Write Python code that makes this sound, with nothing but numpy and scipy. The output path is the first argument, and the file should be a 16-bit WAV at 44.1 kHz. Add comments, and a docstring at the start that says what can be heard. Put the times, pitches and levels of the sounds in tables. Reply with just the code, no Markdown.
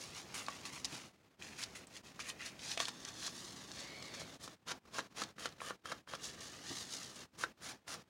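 """A strip of paper slides about on a cloth-covered craft table, hissing as its fibres catch and let go.
Then a foam ink pad is swiped over its edge: dry scuffs that end as the bent edge flicks free.
Creases in the handled sheet crackle now and then. One microphone stands near the table in a small room;
a noise gate shuts out the room's hum between the moves."""
import sys
import numpy as np
from scipy import signal
from scipy.fft import rfft, irfft, next_fast_len
from scipy.io import wavfile
from scipy.ndimage import uniform_filter1d, map_coordinates

SR = 44100
rng = np.random.default_rng(int(sys.argv[2]) if len(sys.argv) > 2 else 0)


def int16_out(signal):
    """Quantize to a 16-bit WAV file."""
    q = np.round(np.clip(np.atleast_2d(signal).T, -1, 1) * 32767)
    wavfile.write(sys.argv[1], SR, q.astype(np.int16))


N = 356769
T = np.arange(N) / SR
MOTION_T = np.arange(0, N / SR, .001)   # coarser time grid for the hand movements

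# spectra of the paper's hiss, its finest fibres and the drag on the cloth: frequency_hz, level_db
HISS_SPECTRUM = [(300, -14), (1000, -7.5), (2500, -8.5), (3800, 2.5), (5200, 2), (6600, 1), (7800, -10),
                 (9500, -19.5), (16000, -37)]
FIZZ_SPECTRUM = [(4000, -30), (7000, -1), (8000, -1), (9300, 2.5), (10700, -3), (12300, -13.5),
                 (16000, -16)]
DRAG_SPECTRUM = [(30, -47), (48, -18), (72, -9.5), (100, -5.5), (170, -6), (280, 0.5), (420, -5),
                 (800, -13), (1500, -19.5), (4000, -38.5)]
# resonances of the sliding sheet in each hold: start_s, [pitch_hz, width_hz, level_db]
SHEET_HOLDS = [(0, [(744, 28, -2.5), (1130, 290, 3.5), (2050, 420, 3), (2780, 620, 2.5)]),
               (1.12, [(1140, 540, -8), (1880, 270, 0.5), (2520, 320, 1), (3250, 320, -8)]),
               (2.75, [(662, 60, -7), (1170, 135, 2), (1770, 470, -1.5), (3480, 650, -1.5)]),
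               (6.19, [(1184, 106, -0.5), (1820, 320, 0.5), (2300, 510, -6.5), (2920, 460, -2.5)])]
# resonances of the sheet on the table's rim: pitch_hz, width_hz, level_db
RIM_RESONANCES = [(557, 64, 0), (2210, 180, -2.5), (3500, 680, -15), (4440, 170, -3.5)]


def sliding_sheet():
    """Paper on cloth hisses and crinkles, its edge rasps, the hand drags dully; once it rubs the rim."""
    hiss, rasp, fizz, drag = sheet_motion()
    catches = friction(per_s=24000, spread_db=1.45, judder_db=1.8, judder_hz=85)
    fibres = from_db(-1.07) * hiss * coloured(catches, HISS_SPECTRUM)
    fibres += from_db(-3) * fizz * coloured(catches, FIZZ_SPECTRUM)
    fibres += from_db(-14.5) * hiss * crinkles(per_s=50, spread_db=5.5)
    edge = held_body(friction(per_s=9000, spread_db=2, judder_db=2.5, judder_hz=80.5), SHEET_HOLDS)
    rim = body(friction(per_s=5100, spread_db=.5, judder_db=1, judder_hz=60), RIM_RESONANCES)
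    over_rim = from_db(-55) * together([stroke(3.78, 4.22, rise_s=.06, fall_s=.06)])
    cloth = coloured(rng.standard_normal(N), DRAG_SPECTRUM)
    return fibres + from_db(-1.5) * rasp * edge + drag * cloth + over_rim * rim


# the hand keeps the sheet creeping over the cloth: start_s, end_s, hiss_db, drag_db
HAND_CONTACTS = [(0, 0.21, -62.5, -60.5), (0.236, .5, -69, -58.5), (0.51, 1.051, -62, -60.5),
                 (1.16, 1.34, -82, -68), (1.406, 1.839, -63, -62), (1.88, 1.998, -74, -76),
                 (2.047, 2.112, -76, -71), (2.18, 2.623, -68, -63), (2.652, 2.746, -61.5, -60.5),
                 (2.81, 3.653, -61, -60.5), (3.68, 4.356, -60.5, -59.5), (4.409, 4.536, -64, -62.5),
                 (6.196, 7.116, -59.5, -61.5), (7.162, 7.233, -58.5, -58)]
# each push speeds the sheet up and lets it slow; a negative rise is an abrupt start:
# peak_s, rise_s, fall_s, hiss_db, rasp_relative_db, fizz_relative_db
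HAND_PUSHES = [(.01, .03, .18, -50.5, -6, -8), (.168, .04, .1, -49, -4, -9),
               (.342, -0.07, .14, -46.5, 0, -2), (.405, 0.2, .04, -54, 1.5, -17.5),
               (.53, 0.24, 0.21, -56, 1, -9), (0.653, -0.04, .06, -45.5, -2.5, -9),
               (.732, 0.02, 0.06, -51, -4, -5), (.775, 0.13, .07, -54, -1, -7),
               (.849, .005, .02, -40, -10, -11), (.934, 0.1, .17, -51.5, 0.5, -8),
               (1.166, 0.12, .02, -73, 3.5, -10), (1.262, 0.1, 0.15, -74.5, 5.5, -12),
               (1.425, 0.01, 0.26, -56.5, -0.5, -8), (1.588, .015, .08, -51, 1.5, -5),
               (1.636, 0.0555, 0.0161, -45, -1.5, -6.5), (1.756, .008, .04, -47.5, -2, -4),
               (1.971, 0.08, 0.03, -53.5, -0.5, -8), (2.062, .04, 0.14, -59.5, -2.5, -11),
               (2.203, .012, .055, -47, 2.5, -13), (2.295, .06, .03, -47, 3, -3),
               (2.412, .035, 0.14, -53.5, 6.5, -12), (2.464, .04, 0.05, -48.5, -1, -6),
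               (2.634, 0.06, 0.17, -49, -6.5, -12), (2.711, .07, 0.08, -42.5, -8, -12.5),
               (2.803, 0.0238, 0.09, -41.5, 0, -11), (2.89, 0.04, 0.01, -47.5, 1, -9),
               (3.088, 0.16, 0.03, -52, -0.5, -13), (3.273, 0.15, 0.04, -42.5, -5.5, -11.5),
               (3.368, 0.13, 0.4, -52.5, -19, -7.5), (3.564, -0.3, 0.16, -54.5, -5, -17),
               (3.8, .15, .13, -50, -7, -15), (4.028, -0.3, 0.2, -60, -5, -9.5),
               (4.138, -0.08, 0.09, -50, -3, -12), (4.2, 0.02, 0.0546, -48, -5, -8),
               (4.446, 0.05, 0.03, -49.5, -15, -6), (6.245, 0.0366, 0.09, -44, -20, -9),
               (6.405, -0.03, 0.24, -49.5, -12, -10.5), (6.695, 0.09, 0.18, -47.5, -6.5, -13),
               (6.816, 0.16, 0.06, -46.5, -13, -9), (6.933, 0.07, .12, -45.5, -10, -9),
               (7.05, 0.25, 0.1, -53.5, -8, -9), (7.162, 0.1, 0.09, -58, -5, -4)]
# a hand presses down with a soft bump: peak_s, level_db
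HAND_PRESSES = [(.93, -53.5), (4.22, -52.5), (6.714, -46.5), (7.97, -57)]


def sheet_motion():
    """Steady hand contact with pushes and presses on top: gains of hiss, rasp, fizz and drag."""
    rubs, drags = [], []
    unevenness = rms_one(butter(rng.standard_normal(N), 17, "low"))
    pressure = from_db(1.2 * np.interp(MOTION_T, T, unevenness))
    contact_rasp_db, contact_fizz_db = -.4, -11.5   # relative to the hiss
    for start_s, end_s, hiss_db, drag_db in HAND_CONTACTS:
        contact = pressure * stroke(start_s, end_s, rise_s=.028, fall_s=.034)
        rubs.append((from_db(hiss_db) * contact, contact_rasp_db, contact_fizz_db))
        drags.append(from_db(drag_db) * contact)
    for peak_s, rise_s, fall_s, hiss_db, rasp_db, fizz_db in HAND_PUSHES:
        rubs.append((from_db(hiss_db) * stroke(peak_s, peak_s, rise_s, fall_s), rasp_db, fizz_db))
    for peak_s, level_db in HAND_PRESSES:
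        drags.append(from_db(level_db) * stroke(peak_s, peak_s, rise_s=.03, fall_s=.042))
    return (*rub_gains(rubs), together(drags))


def friction(per_s, spread_db, judder_db, judder_hz):
    """Fibres catch and let go: a dense rain of tiny uneven clicks, bunched by the contact's judder."""
    caught = rng.random(N) < per_s / SR
    sizes = from_db(spread_db * np.minimum(rng.exponential(1, N), 4)) * rng.standard_normal(N)
    judder = rms_one(butter(rng.standard_normal(N), judder_hz, "low"))
    return caught * sizes * from_db(judder_db * judder)


def crinkles(per_s, spread_db):
    """Stray fibres snap as the sheet flexes, each at a pitch of its own."""
    sizes = from_db(spread_db * np.minimum(rng.exponential(1, N), 2)) * rng.choice([-1, 1], N)
    snaps = sizes * (rng.random(N) < per_s / SR)
    pitches_hz = np.geomspace(2000, 7500, 10)
    chosen = rng.integers(0, len(pitches_hz), N)
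    rings = (resonate(snaps * (chosen == k) + 1e-18, hz, 300) for k, hz in enumerate(pitches_hz))
    return rms_one(sum(rings))


# spectra of the scuffing foam and the swaying strip: frequency_hz, level_db
SCUFF_SPECTRUM = [(40, -31), (150, -21), (700, -0.5), (2000, 1), (2800, 1), (4200, 2), (5700, 1),
                  (7000, -3), (8000, -24), (10000, -27), (16000, -38)]
THUD_SPECTRUM = [(40, -33), (90, -4), (170, 0), (330, 6), (550, -6), (900, -3), (3000, -49)]
# resonances of the swiped edge in each hold: start_s, [pitch_hz, width_hz, level_db]
EDGE_HOLDS = [(4.6, [(300, 78, -12.5), (452, 44, 1), (1065, 160, 3), (1640, 340, -3.5), (4100, 400, -12)]),
              (5.33, [(486, 140, -3.5), (1270, 160, 2), (1740, 200, -1.5), (3120, 220, 0)]),
              (7.3, [(457, 250, -8), (1150, 160, 1), (1710, 170, 1), (5500, 800, -5.5)])]


def pad_swipes():
    """Foam scuffs across the paper edge, sets it ringing and pushes the whole strip with a soft thud."""
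    scuff, ring, fizz = pad_motion()
    catches = friction(per_s=20000, spread_db=3, judder_db=1.5, judder_hz=152)
    foam = from_db(-.96) * scuff * coloured(catches, SCUFF_SPECTRUM)
    foam += from_db(-2.5) * fizz * coloured(catches, FIZZ_SPECTRUM)
    edge = held_body(friction(per_s=5000, spread_db=1, judder_db=2, judder_hz=120), EDGE_HOLDS)
    sway_power = uniform_filter1d(scuff ** 2, size=2205, origin=1000)   # the sway outlasts the rub
    thud = np.sqrt(np.maximum(sway_power, 0)) * coloured(rng.standard_normal(N), THUD_SPECTRUM)
    return foam + ring * edge + from_db(-11) * thud


# passes of the pad over the edge:
# bite_s, slip_s, scuff_db, ring_relative_db, fizz_relative_db, graze_before_s, brush_after_s
PAD_PASSES = [(4.681, 4.715, -42, -4.5, -14, .003, 0.057), (4.943, 4.996, -44.5, -6, -12.5, 0.084, 0.086),
              (5.171, 5.225, -42, -7, -12.5, 0.06, 0.09), (5.394, 5.463, -47.5, -5, -10, 0.031, 0.059),
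              (5.617, 5.702, -51, 1.5, -5.5, 0.064, 0.047), (5.859, 5.922, -51.5, 0.5, -10, .002, 0.086),
              (6.09, 6.151, -51.5, -1, -11.5, .003, 0.035), (7.392, 7.438, -48, -2, -6, 0.054, 0.055),
              (7.627, 7.715, -48, -5.5, -8, 0.046, 0.058), (7.885, 7.946, -46, -4.5, -7.5, .008, 0.075)]


def pad_motion():
    """The pad grazes, bites, presses harder, slips off and brushes on: gains of scuff, ring and fizz."""
    rubs = []
    light_fade_s, light_ring_db, light_fizz_db = .025, -3, -15   # for the graze and the brush
    for bite_s, slip_s, scuff_db, ring_db, fizz_db, graze_s, brush_s in PAD_PASSES:
        graze = from_db(-68) * stroke(bite_s - graze_s, bite_s, light_fade_s, light_fade_s)
        scuff = from_db(scuff_db) * stroke(bite_s, slip_s, rise_s=.018, fall_s=.02, growth_db=5)
        brush = from_db(-67) * stroke(slip_s, slip_s + brush_s, light_fade_s, light_fade_s, growth_db=-7.5)
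        keenness_db = np.interp(MOTION_T, [bite_s, slip_s], [3.5, 0])   # most fizz at the bite
        rubs.append((scuff, ring_db, fizz_db + keenness_db))
        rubs.append((graze + brush, light_ring_db, light_fizz_db))
    return rub_gains(rubs)


# the paper edge flicks or is tapped: start_s, level_db, pitch_hz, crack_relative_db, ring_relative_db
EDGE_FLICKS = [(0.484, -26, 1124, -6.5, -4), (2.193, -35.5, 1210, 0, -8), (2.7743, -32, 685, 2, -4),
               (2.8017, -26, 1130, 4.5, -5), (2.803, -38.5, 697, -10, 6), (2.883, -27, 1040, 3.5, -22),
               (3.279, -35.5, 1140, -13, -6), (4.217, -34.5, 610, -10, -16), (4.4772, -36.5, 1070, .5, -15),
               (4.716, -32, 1100, 5, -14), (4.853, -48, 1190, -13.5, -6), (4.985, -26, 1090, -2, -16),
               (4.9914, -19.5, 1350, -18, -9), (5.219, -21.5, 1300, -9, -22), (5.383, -35, 1550, -19, -16),
               (5.457, -24, 1200, -1.5, -14), (5.604, -34, 2380, -17, -17), (5.6172, -33, 1106, -11, -5),
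               (5.707, -25.5, 1150, -25, -15), (5.8565, -35.5, 1296, 1.5, -4.5),
               (5.918, -25, 1380, -6, -23), (5.9211, -25, 1010, -9, -27), (6.075, -42, 1330, -19, -6),
               (6.136, -25.5, 1100, -13, -13), (6.151, -39, 1230, 5, -21), (7.4377, -21.5, 1534, -25, -5.5),
               (7.879, -37, 1730, 1, -14)]
# modes of the held strip: pitch_hz, level_db, t60_s
STRIP_MODES = [(196, -33.5, 0.096), (316, -23.5, 0.046), (521, -17, 0.025), (1037, -16.5, 0.017),
               (1358, -12, 0.034), (1742, -25.5, 0.088), (3990, -19, 0.023)]


def flicks(pop_width_hz, crack_t60_s, crack_top_hz, ring_t60_s, lifted_s):
    """The edge springs free: a pop of a few cycles, a bright crack, and the strip's modes ringing on."""
    out, t = np.zeros(N), np.arange(SR // 8) / SR
    mode_hz, mode_db, mode_t60_s = np.transpose(STRIP_MODES)[:, :, None]
    swell = np.pi * pop_width_hz * t
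    for start_s, level_db, pitch_hz, crack_db, ring_db in EDGE_FLICKS:
        envelope = swell * np.exp(1 - swell) + from_db(ring_db - 60 * t / ring_t60_s)
        pop = envelope * np.sin(2 * np.pi * pitch_hz * t)
        pop = butter(pop, .5 * pitch_hz, "high")   # so small a flap radiates little bass
        crack = butter(rng.standard_normal(len(t)), crack_top_hz, "low", order=3)
        crack = butter(crack, 1500, "high") * from_db(-60 * t / crack_t60_s)
        bend, phase = rng.uniform(-1.38, 1, (2, len(STRIP_MODES), 1))   # each flick bends the strip anew
        tones = np.sin(2 * np.pi * mode_hz * (1 + .035 * bend) * t + np.pi * phase)
        modes = np.sum(from_db(mode_db - 60 * t / mode_t60_s) * tones, axis=0)
        modes *= 1 - np.exp(-t / .00044)   # the motion spreads from the edge into the strip
        modes *= 1 if start_s > lifted_s else from_db(-7.5)   # lying on the cloth damps the strip
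        flick = from_db(-3) * pop + from_db(crack_db - 5) * crack + from_db(2) * modes
        add(out, start_s, from_db(level_db) * flick)
    return out


# creases give way in the handled sheet, and just after a pad pass the strip snaps back with a small tick near 4
# kHz (5.005 s to 5.524 s, 7.44 s): start_s, level_db, pitch_hz
SHEET_CRACKLES = [(.465, -36, 4200), (.485, -34, 2500), (0.8456, -22.5, 4850), (.852, -23, 5950),
                  (.928, -34.5, 2180), (1.423, -33.5, 2480), (1.629, -28, 2900), (1.637, -27, 4160),
                  (1.87, -38.5, 8350), (1.966, -40.5, 2920), (2.16, -48, 3500), (2.302, -33, 2800),
                  (2.593, -37.5, 3500), (2.7157, -23.5, 3240), (2.776, -21.5, 2570), (2.802, -22.5, 3100),
                  (2.833, -32, 4500), (2.854, -25, 3670), (2.8908, -30, 4100), (3.05, -30, 5400),
                  (3.087, -34.5, 5500), (3.7164, -34.5, 4000), (4.025, -33.5, 4470), (5.005, -34, 3900),
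                  (5.237, -25.5, 4070), (5.288, -45, 3980), (5.49, -41, 4700), (5.524, -45, 3980),
                  (7.4402, -31.5, 3940)]


def crackles(width_share, top_hz, snap_db, snap_t60_s, burst_t60_s):
    """A crease buckles or the strip snaps back: a sharp snap, then a burst that dies quickly in one resonance."""
    out, t = np.zeros(N), np.arange(SR // 8) / SR
    for start_s, level_db, pitch_hz in SHEET_CRACKLES:
        burst = rms_one(resonate(rng.standard_normal(len(t)), pitch_hz, width_share * pitch_hz))
        burst *= from_db(-60 * t / burst_t60_s)
        snap = rms_one(resonate(rng.standard_normal(len(t)), pitch_hz, width_hz=pitch_hz))
        snap *= from_db(snap_db - 60 * t / snap_t60_s)
        add(out, start_s, from_db(level_db - 9.5) * (burst + snap))
    return butter(out, top_hz, "low", order=4)


def table_echo(x, lag_s, sway, echo_db):
    """The table top throws sound back to the microphone; the delay wanders as the hands move."""
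    knots_s = np.arange(0, T[-1] + 1, .25)
    wander = np.interp(T, knots_s, rng.uniform(-1.037, 1, len(knots_s)))
    delay_s = lag_s * (1 + sway * wander)
    echo = map_coordinates(x, [(T - delay_s) * SR], order=3)
    gain = from_db(echo_db)
    return (x + gain * echo) / np.hypot(1, gain)


def room(x, t60_s, wet_db, wall_hz):
    """Nearby walls return a short, dull tail."""
    t = np.arange(SR // 2) / SR
    tail = butter(rng.standard_normal(len(t)), wall_hz, "low", order=1)
    tail *= from_db(-60 * t / t60_s) * (t > .004)
    return x + from_db(wet_db) * signal.fftconvolve(x, tail / np.sqrt(np.sum(tail ** 2)))[:N]


# the room's background at the microphone: frequency_hz, level_db
HUM_SPECTRUM = [(25, -36), (38, -24), (50, -7.5), (70, -2), (110, -1), (200, 1.5), (400, -4.5), (900, -9.5),
                (2000, -13.5), (5000, -20), (9000, -27), (13000, -32.5), (16000, -29)]


def room_hum():
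    """A steady low noise fills the room."""
    return coloured(rng.standard_normal(N), HUM_SPECTRUM)


def noise_gate(x, open_db, knee_db, depth_db, release_db_per_s):
    """Turns everything down as the treble sinks toward the noise; opens at once, closes a little late."""
    treble_power = uniform_filter1d(butter(x, 1820, "high") ** 2, size=400)
    treble_db = 10 * np.log10(np.maximum(treble_power, 1e-12))
    held_db = np.maximum.accumulate(treble_db + release_db_per_s * T) - release_db_per_s * T
    shut = np.clip((open_db - held_db) / knee_db, 0, 1)
    return x * from_db(-depth_db * uniform_filter1d(shut, size=256))


def stroke(start_s, end_s, rise_s, fall_s, growth_db=0):
    """Gain of one movement: rise and fall are times for 20 dB; the hold changes by growth_db up to 1."""
    before = np.maximum(start_s - MOTION_T, 0) / max(rise_s, 1e-3)
    after = np.maximum(MOTION_T - end_s, 0) / max(fall_s, 1e-3)
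    fade_db = -20 * np.minimum(before + after, 10) ** 1.24   # lingers near the top, then ends faster
    return from_db(fade_db + np.interp(MOTION_T, [start_s, end_s], [-growth_db, 0]))


def together(gains):
    """Overlapping movements add in power; one gain per sample."""
    return np.interp(T, MOTION_T, np.sqrt(np.sum(np.square(list(gains)), axis=0)))


def rub_gains(rubs):
    """Turns rubs (gain, ring_relative_db, fizz_relative_db) into gains of friction, ring and fizz."""
    return (together(gain for gain, _, _ in rubs),
            together(gain * from_db(ring_db) for gain, ring_db, _ in rubs),
            together(gain * from_db(fizz_db) for gain, _, fizz_db in rubs))


def held_body(x, holds):
    """Each new hold gives the paper a new set of resonances."""
    out = np.zeros(N)
    for start_s, peaks in holds:
        out = np.where(T >= start_s, body(x, peaks), out)
    return out


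def body(x, peaks):
    """Parallel resonances of alternating sign; rms 1."""
    return rms_one(sum((-1) ** k * from_db(level_db) * resonate(x, pitch_hz, width_hz)
                       for k, (pitch_hz, width_hz, level_db) in enumerate(peaks)))


def resonate(x, pitch_hz, width_hz):
    """A resonance with gain 1 at its peak."""
    radius = np.exp(-np.pi * width_hz / SR)
    feedback = [1, -2 * radius * np.cos(2 * np.pi * pitch_hz / SR), radius ** 2]
    return signal.lfilter(np.array([1, 0, -1]) * (1 - radius ** 2) / 2, feedback, x)


def coloured(x, spectrum):
    """Shapes x with a smooth spectrum; rms 1."""
    hz, db = np.transpose(spectrum)
    size = next_fast_len(N)
    bins_hz = np.maximum(np.arange(size // 2 + 1) * SR / size, 1)
    gains = from_db(np.interp(np.log(bins_hz), np.log(hz), db))
    return rms_one(irfft(rfft(x, size) * gains, size)[:N])


def butter(x, hz, kind, order=2):
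    """A low- or high-pass."""
    return signal.sosfilt(signal.butter(order, hz, kind, fs=SR, output="sos"), x)


def add(out, start_s, sound):
    """Mixes a sound into out."""
    at = int(start_s * SR)
    out[at:at + len(sound)] += sound[:N - at]


def from_db(db):
    """Decibels to gain."""
    return 10 ** (np.asarray(db) / 20)


def rms_one(x):
    """Scales x to rms 1."""
    return x / np.sqrt(np.mean(x ** 2) + 1e-20)


def scene():
    """At the table: rubbing, flicks and crackles, with the small room and its hum behind them."""
    paper = table_echo(sliding_sheet() + pad_swipes(), lag_s=.00143, sway=.359, echo_db=-10)
    paper += flicks(pop_width_hz=1080, crack_t60_s=.028, crack_top_hz=6800, ring_t60_s=.04, lifted_s=4.3)
    paper += crackles(width_share=.23, top_hz=8850, snap_db=3, snap_t60_s=.0062, burst_t60_s=.024)
    heard = room(paper, t60_s=.11, wet_db=-17, wall_hz=3500) + from_db(-60) * room_hum()
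    return np.array([heard, heard])


def record(dry):
    """One microphone feeds both channels through the gate; the deepest bass and the top are cut."""
    microphone = butter(dry[0], 33, "high", order=4)
    gated = noise_gate(microphone, open_db=-63.5, knee_db=5, depth_db=20, release_db_per_s=346)
    top_cut = signal.ellip(10, .2, 70, 15900, fs=SR, output="sos")
    mono = signal.sosfilt(top_cut, gated)
    return np.array([mono, mono])


dry = scene()
out = record(dry)
int16_out(out)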